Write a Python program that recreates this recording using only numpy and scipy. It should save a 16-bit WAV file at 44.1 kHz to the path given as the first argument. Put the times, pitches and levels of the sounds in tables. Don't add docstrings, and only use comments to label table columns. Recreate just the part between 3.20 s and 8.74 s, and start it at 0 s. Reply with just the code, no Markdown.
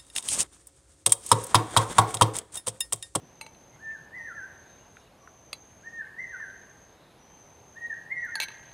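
import sys
import numpy as np
from scipy import signal
from scipy.fft import rfft, irfft, next_fast_len
from scipy.io import wavfile
from scipy.ndimage import uniform_filter1d

SR = 44100
rng = np.random.default_rng(int(sys.argv[2]) if len(sys.argv) > 2 else 0)


def how_loud(loudness_db):
    steps = np.asarray(loudness_db, float) / 20
    return 10 ** steps


def master_out(mix):
    frames = np.transpose(np.atleast_2d(mix))
    ceiling = np.clip(frames, -1, 1)
    pcm = np.round(ceiling * 32767).astype(np.int16)
    wavfile.write(sys.argv[1], SR, pcm)


N = 244269

# (start t/s, note, length/s, held f/Hz, level/dB)
BIRD_NOTES = [
    (0.586, "opening", .226, 1792, -40.5),
    (0.91, "crest", 0.24, 1846, -39.5),
    (1.145, "fall", 0.12, 1851, -39.5),
    (2.626, "opening", 0.24, 1847, -38.5),
    (2.959, "crest", 0.23, 1887, -37.5),
    (3.189, "fall", .122, 1864, -38.5),
    (4.545, "opening", .232, 1893, -34.5),
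    (4.875, "crest", .24, 1926, -34),
    (5.115, "fall", 0.11, 1900, -37),
]
NOTE_GLIDES = { "opening": [(0, .78, -30), (.1, .96, -12), (.17, 1, -7), (.42, .99, -7), (.63, 1, 1),
               (.73, .94, -3), (.835, .825, -12), (1, .92, -24)], "crest": [(0, .91, -30), (.085, .98, -13),
               (.2, 1.105, 1.5), (.3, 1.09, -1.5), (.35, 1.005, -1.5), (.635, .995, -2), (.76, .85, -8),
               (.89, .73, -6), (1, .77, -24)], "fall": [(0, 1, -8), (.12, .97, 0), (.38, .885, -2),
               (.64, .815, -2), (1, .87, -20)]}
# (t/s, spot, level/dB, hardness 0-1, freedom to ring 0-1)
SPOON_TAPS = [
    (.2115, "rim", -29, 0.93, 0.66),
    (.2639, "rim", -37.5, 0.76, 0.5),
    (2.3295, "base", -25, 0.8, 0.36),
    (5.1545, "lip", -27, 0.91, 0.62),
    (5.2008, "wall", -19, 0.8, 0.18),
    (5.2125, "wall", -26, 0.76, 0.17),
    (5.217, "wall", -36, 0.5, 0.15),
    (5.2205, "wall", -27.5, 0.85, 0.29),
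]
# (t/s, spot, level/dB)
SPOON_SETTLES = [(.348, "wall", -48), (5.2836, "wall", -36.5), (5.289, "skid", -43), (5.303, "lip", -42.5),
                 (5.317, "wall", -42), (5.345, "lip", -49), (5.3726, "wall", -50), (5.394, "rim", -46.5),
                 (5.429, "wall", -47), (5.493, "skid", -48), (5.514, "wall", -46)]
STRIKE_SPOTS = ["rim", "base", "lip", "wall"]
# (f/Hz, t60/s, level/dB struck on rim, on base, on lip, on wall)
BOWL_MODES = [(598, 0.058, -9, -7, -27, -18), (1176, 0.039, -2.5, -3.5, -2, -18),
              (2123, 0.079, -3.5, -4, -7, -16), (2630, 0.04, 6.5, 2.5, 2, 7.5),
              (3110.4, 0.039, -23, -20, -3, 0), (3424, 0.056, -14, -4.5, -4, -2),
              (4150, 0.053, -3, 2, -10, 1), (4390, 0.053, -12, -16, 9, 2.5),
              (4610, .047, -2.5, 10, -9, -11), (6700, 0.044, 2.5, -2, -2, -4),
              (9630, 0.056, -15, -11, -7, -8), (10600, .05, -12, -7.5, 3, -2.5),
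              (13400, .056, -25, -25, -7, -7), (15400, .05, -32, -28, -31, -14)]
# (f/Hz, t60/s, level/dB struck on rim, on base, on lip, on wall)
SPOON_MODES = [(885, 0.23, -3.5, -17.5, -6.5, -9.5), (2250, 0.26, -8.5, -13.5, -19, 0),
               (4032, 0.25, -10, -7, -17, 3.5), (6125, 0.23, -16, -25, -30, -2.5),
               (8600, 0.12, -5.5, -0.5, -25, -3.5), (11340, 0.091, -13.5, -2.5, -16, -5),
               (14520, .08, -24, -16, -20, -3)]
# (start t/s, end t/s, level/dB)
CRICKET_BOUTS = [
    (-.05, 0.866, -63.5),
    (0.951, 1.829, -61),
    (1.973, 2.784, -61),
    (2.977, 3.741, -60),
    (3.98, 4.838, -61),
    (4.956, 5.809, -58),
]
# (share of the bout 0-1, wing resonance f/Hz, level/dB)
BOUT_COURSE = [
    (0, 6030, -6),
    (.07, 6090, -2),
    (.16, 6270, 0),
    (.42, 6240, 0),
    (.55, 6370, 0),
    (.8, 6420, 0),
    (.97, 6420, -2),
    (1, 6420, -8),
]
# (t/s, level/dB, centre f/Hz, width/Hz, t60/s)
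PAN_DRIPS = [(0.56, -55, 1300, 1400, .02), (.995, -52.5, 880, 25, 0.041), (.70, -62, 2600, 97, 0.075),
             (2.69, -65, 5600, 500, 0.066), (1.769, -40, 1700, 900, 0.014),
             (2.074, -43.5, 1280, 450, 0.019), (4.1, -56, 1170, 1300, 0.018), (3.3, -57, 3300, 2400, 0.016),
             (4.414, -61.5, 3100, 2100, 0.011), (5.050, -50, 10400, 6800, 0.021),
             (1.8, -65, 6300, 440, 0.033), (1.8, -61, 5600, 370, .03), (3.2, -44.5, 990, 820, 0.017)]
# (start t/s, caller, length/s, level/dB)
FAR_CALLS = [(1.38, "finch", .3, -71), (1.7, "finch", .25, -70), (3.65, "finch", .42, -69),
             (1.58, "piper", .12, -70), (1.78, "piper", .12, -71), (.5, "peeper", .1, -65),
             (.68, "peeper", .07, -62), (2.84, "peeper", .07, -63), (1.93, "dove", .28, -66),
             (4.07, "wren", .14, -75), (.01, "thump", .045, -52), (.53, "gust", .08, -59),
             (.77, "gust", .08, -59), (4.9, "gust", .1, -59), (5.24, "rustle", .18, -59),
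             (5.4, "rustle", .14, -63)]
CALLER_VOICES = {"katydid": (10000, 800, 30), "finch": (3800, 600, 20), "piper": (2850, 130, 15),
                 "peeper": (2085, 180, 20), "dove": (1130, 80, 10), "gust": (150, 65, 10),
                 "thump": (220, 200, 10), "rustle": (2800, 2100, 35), "wren": (3150, 70, 20)}
# (f/Hz, level/dB per Hz)
AIR_SPECTRUM = [(20, -104), (35, -92.5), (60, -84.5), (120, -83), (250, -88), (500, -88), (850, -89),
                (1250, -96), (2200, -100), (4500, -107), (7500, -113), (10000, -112), (14200, -117),
                (14700, -150)]
# (f/Hz, level/dB per Hz)
CAPSULE_HISS = [(20, -116), (60, -112), (250, -113), (1000, -123), (3000, -118.5), (8000, -119),
                (14200, -120), (14600, -160)]


def bird(overtone_db=-46, flutter_db=3.2):
    out, t = np.zeros(N), np.arange(N) / SR
    for start, note, length, held_hz, note_db in BIRD_NOTES:
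        share, ratio, glide_db = np.transpose(NOTE_GLIDES[note])
        s, hz, db = start + length * share, held_hz * ratio, note_db + glide_db
        on = (t >= s[0]) & (t < s[-1])
        pitch = uniform_filter1d(np.interp(t[on], s, hz), size=260, mode="nearest")
        phase = 2 * np.pi * np.cumsum(pitch) / SR
        edge = np.clip(np.minimum(t[on] - s[0], s[-1] - t[on]) / .004, 0, 1)
        gain = np.sqrt(2) * edge * how_loud(np.interp(t[on], s, db) - 1.5)
        out[on] += gain * (np.sin(phase) + how_loud(overtone_db) * np.sin(2 * phase))
    out *= how_loud(flutter_db * walk(60.))
    scattered = signal.sosfilt(signal.butter(2, 1470, "high", fs=SR, output="sos"), out)
    boughs = how_loud(-2) * echo(scattered, t60=.26, rise=.012)
    trunks = how_loud(-4) * echo(scattered, t60=1.15, rise=.02)
    return out + boughs + trunks


def touches():
    hop_s, peak_s = .0029, 5.232
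    hops = 5.2262 + hop_s * np.arange(7)
    skid = [(s, "skid", -25 - 0.8 * ((s - peak_s) / hop_s) ** 2, 0.7, 0.21) for s in hops]
    settle = [(s, spot, db, np.clip(.55 + .04 * (db + 40), .1, 1), .25) for s, spot, db in SPOON_SETTLES]
    return SPOON_TAPS + skid + settle


def taps(scatter_db=3.0, dull_db=-8.5, crack_db=-5.0, crack_s=0.0025):
    skid_bowl_db = -3
    bowl_held = .45
    out, t = np.zeros(N + SR), np.arange(SR // 3) / SR
    hz, t60, *spot_db = np.transpose(BOWL_MODES + SPOON_MODES)[:, :, None]
    in_bowl = (np.arange(len(hz)) < len(BOWL_MODES))[:, None]
    hits = touches()
    chance = rng.standard_normal((len(hits), 2, len(hz), 1))
    crack = rng.standard_normal((len(hits), len(t))) * np.exp(-t / crack_s)
    for k, (s, spot, db, hard, free) in enumerate(hits):
        if spot == "skid":
            mode_db = spot_db[-1] + skid_bowl_db * in_bowl
        else:
            mode_db = spot_db[STRIKE_SPOTS.index(spot)]
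        softness_db = dull_db * (1.0459 - hard) * np.log2(hz / 1500)
        gain = how_loud(db - 5.0 + mode_db + scatter_db * chance[k, 0] + softness_db)
        decay = how_loud(-60 * t / t60 / np.where(in_bowl, bowl_held, max(free, .05)))
        modes = np.sin(2 * np.pi * hz * (1 + .004 * chance[k, 1]) * t)
        ring = np.sum(gain * decay * modes, axis=0)
        crack_hz = 1500 + 4000 * hard ** 2
        ring += how_loud(db + crack_db) * band(crack[k], crack_hz, crack_hz)
        i = int(s * SR)
        out[i:i + len(t)] += ring * np.minimum(t / 0.0008, 1)
    return out[:N]


def trill(hz, db, stroke_hz, weak=0.65, wobble_hz=59.87, sag_hz=403.0, wet_db=2.0):
    stroke = np.cumsum(stroke_hz * (1 + .07 * walk(16.0))) / SR
    strength = np.where(stroke % 2 < 1, 1, weak)
    gate = np.sin(np.pi * stroke) ** 2 * strength * how_loud(walk(60.))
    pitch = hz + wobble_hz * walk(200.) + sag_hz * (.15 - (stroke % 1) ** 2)
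    direct = unit(gate * np.sin(2 * np.pi * np.cumsum(pitch) / SR)) * how_loud(db - 5.0)
    return direct + how_loud(wet_db) * echo(direct, t60=.2, rise=.01)


def crickets(far_hz=6500, far_db=-74.5):
    t, hz, db = np.arange(N) / SR, np.full(N, 6000.), np.full(N, -120.)
    share, course_hz, course_db = np.transpose(BOUT_COURSE)
    for start, end, bout_db in CRICKET_BOUTS:
        on = (t >= start) & (t < end)
        progress = (t[on] - start) / (end - start)
        hz[on] = np.interp(progress, share, course_hz)
        db[on] = np.interp(progress, share, course_db) + bout_db
    near = trill(hz, uniform_filter1d(db, size=400), 103.)
    far = trill(far_hz + 40 * walk(1.8), far_db + 1.2 * walk(3.), 120.)
    return near + far


def drips():
    out, t = np.zeros(N + SR), np.arange(SR // 5) / SR
    noise = rng.standard_normal((len(PAN_DRIPS), len(t)))
    for k, (s, db, hz, width, t60) in enumerate(PAN_DRIPS):
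        burst = band(band(noise[k] * how_loud(-60 * t / t60), hz, width), hz, width)
        burst *= how_loud(db + 3.0) / np.max(np.abs(burst))
        i = int(s * SR)
        out[i:i + len(t)] += burst * np.minimum(t / 0.00044, 1)
    return out[:N]


def simmer(count=70, level_db=-62, spread_db=2.0):
    out, t = np.zeros(N + SR), np.arange(SR // 40) / SR
    envelope = np.exp(-t / 0.0031) * np.minimum(t / 0.0014, 1)
    for when, pitch, size in rng.random((count, 3)):
        hz = 1500 * 4.2 ** pitch
        gain = how_loud(level_db - spread_db * np.log(size + 0.013))
        i = int(when * N)
        out[i:i + len(t)] += gain * np.sin(2 * np.pi * hz * t) * envelope
    return out[:N]


def chatter():
    out, t = np.zeros(N), np.arange(N) / SR
    noise = rng.standard_normal(N)
    every_s = .72
    katydids = [(s, "katydid", .25, -78) for s in np.arange(.23, N / SR - every_s, every_s)]
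    for s, caller, length, db in FAR_CALLS + katydids:
        hz, width, throb_hz = CALLER_VOICES[caller]
        on = (t >= s) & (t < s + length)
        rasp = unit(band(band(noise[on], hz, width), hz, width))
        swell = np.sin(np.pi * (t[on] - s) / length)
        throb = 1 + 0.084 * np.sin(2 * np.pi * throb_hz * t[on])
        out[on] += how_loud(db) * rasp * swell * throb
    return out


def coloured(spectrum, swell_db, flicker_db):
    size = next_fast_len(N)
    octave = np.log2(np.fft.rfftfreq(size, 1 / SR) + 1e-9)
    hz, db = np.transpose(spectrum)
    density = how_loud(np.interp(octave, np.log2(hz), db)) * np.sqrt(SR / 2)
    spec = rfft(rng.standard_normal(size)) * density
    swell = swell_db * walk(1.76)
    out = np.zeros(N)
    for centre in range(4, 16):
        window = np.cos(np.pi / 2 * np.clip(octave - centre, -1, 1)) ** 2
        out += irfft(spec * window, size)[:N] * how_loud(swell + flicker_db * walk(8.1))
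    return out


def echo(x, t60, rise):
    t = np.arange(int(1.5 * SR)) / SR
    tail = rng.standard_normal(len(t)) * (1 - np.exp(-(t / rise) ** 2)) * how_loud(-60 * t / t60)
    return signal.fftconvolve(x, tail / np.sqrt(np.sum(tail ** 2)))[:N]


def walk(rate):
    k = int(SR / rate)
    held = np.repeat(rng.standard_normal(N // k + 1), k)
    return 1.6 * uniform_filter1d(uniform_filter1d(held, k), k)[:N]


def band(x, hz, width):
    edges = [max(hz - width / 2, 1), hz + width / 2]
    return signal.sosfilt(signal.butter(1, edges, "band", fs=SR, output="sos"), x)


def unit(x):
    return x / np.sqrt(np.mean(x ** 2))


def scene():
    near = taps() + drips() + simmer()
    near = signal.sosfilt(signal.butter(14, 15100, fs=SR, output="sos"), near)
    yard = how_loud(-12) * echo(near, t60=0.092, rise=0.0013)
    far = bird() + crickets() + chatter() + coloured(AIR_SPECTRUM, 0.58, 0.39)
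    mid = far + near + yard
    bright_edge = how_loud(-25) * band(echo(near, t60=0.018, rise=0.0008), 15000, 9000)
    side = coloured(CAPSULE_HISS, 0.16, .3) + bright_edge
    return np.array([mid + side, mid - side])


def band_limit(x):
    return signal.sosfilt(signal.butter(12, 16650, fs=SR, output="sos"), x)


def record(dry):
    return band_limit(dry)


dry = scene()
out = record(dry)
master_out(out)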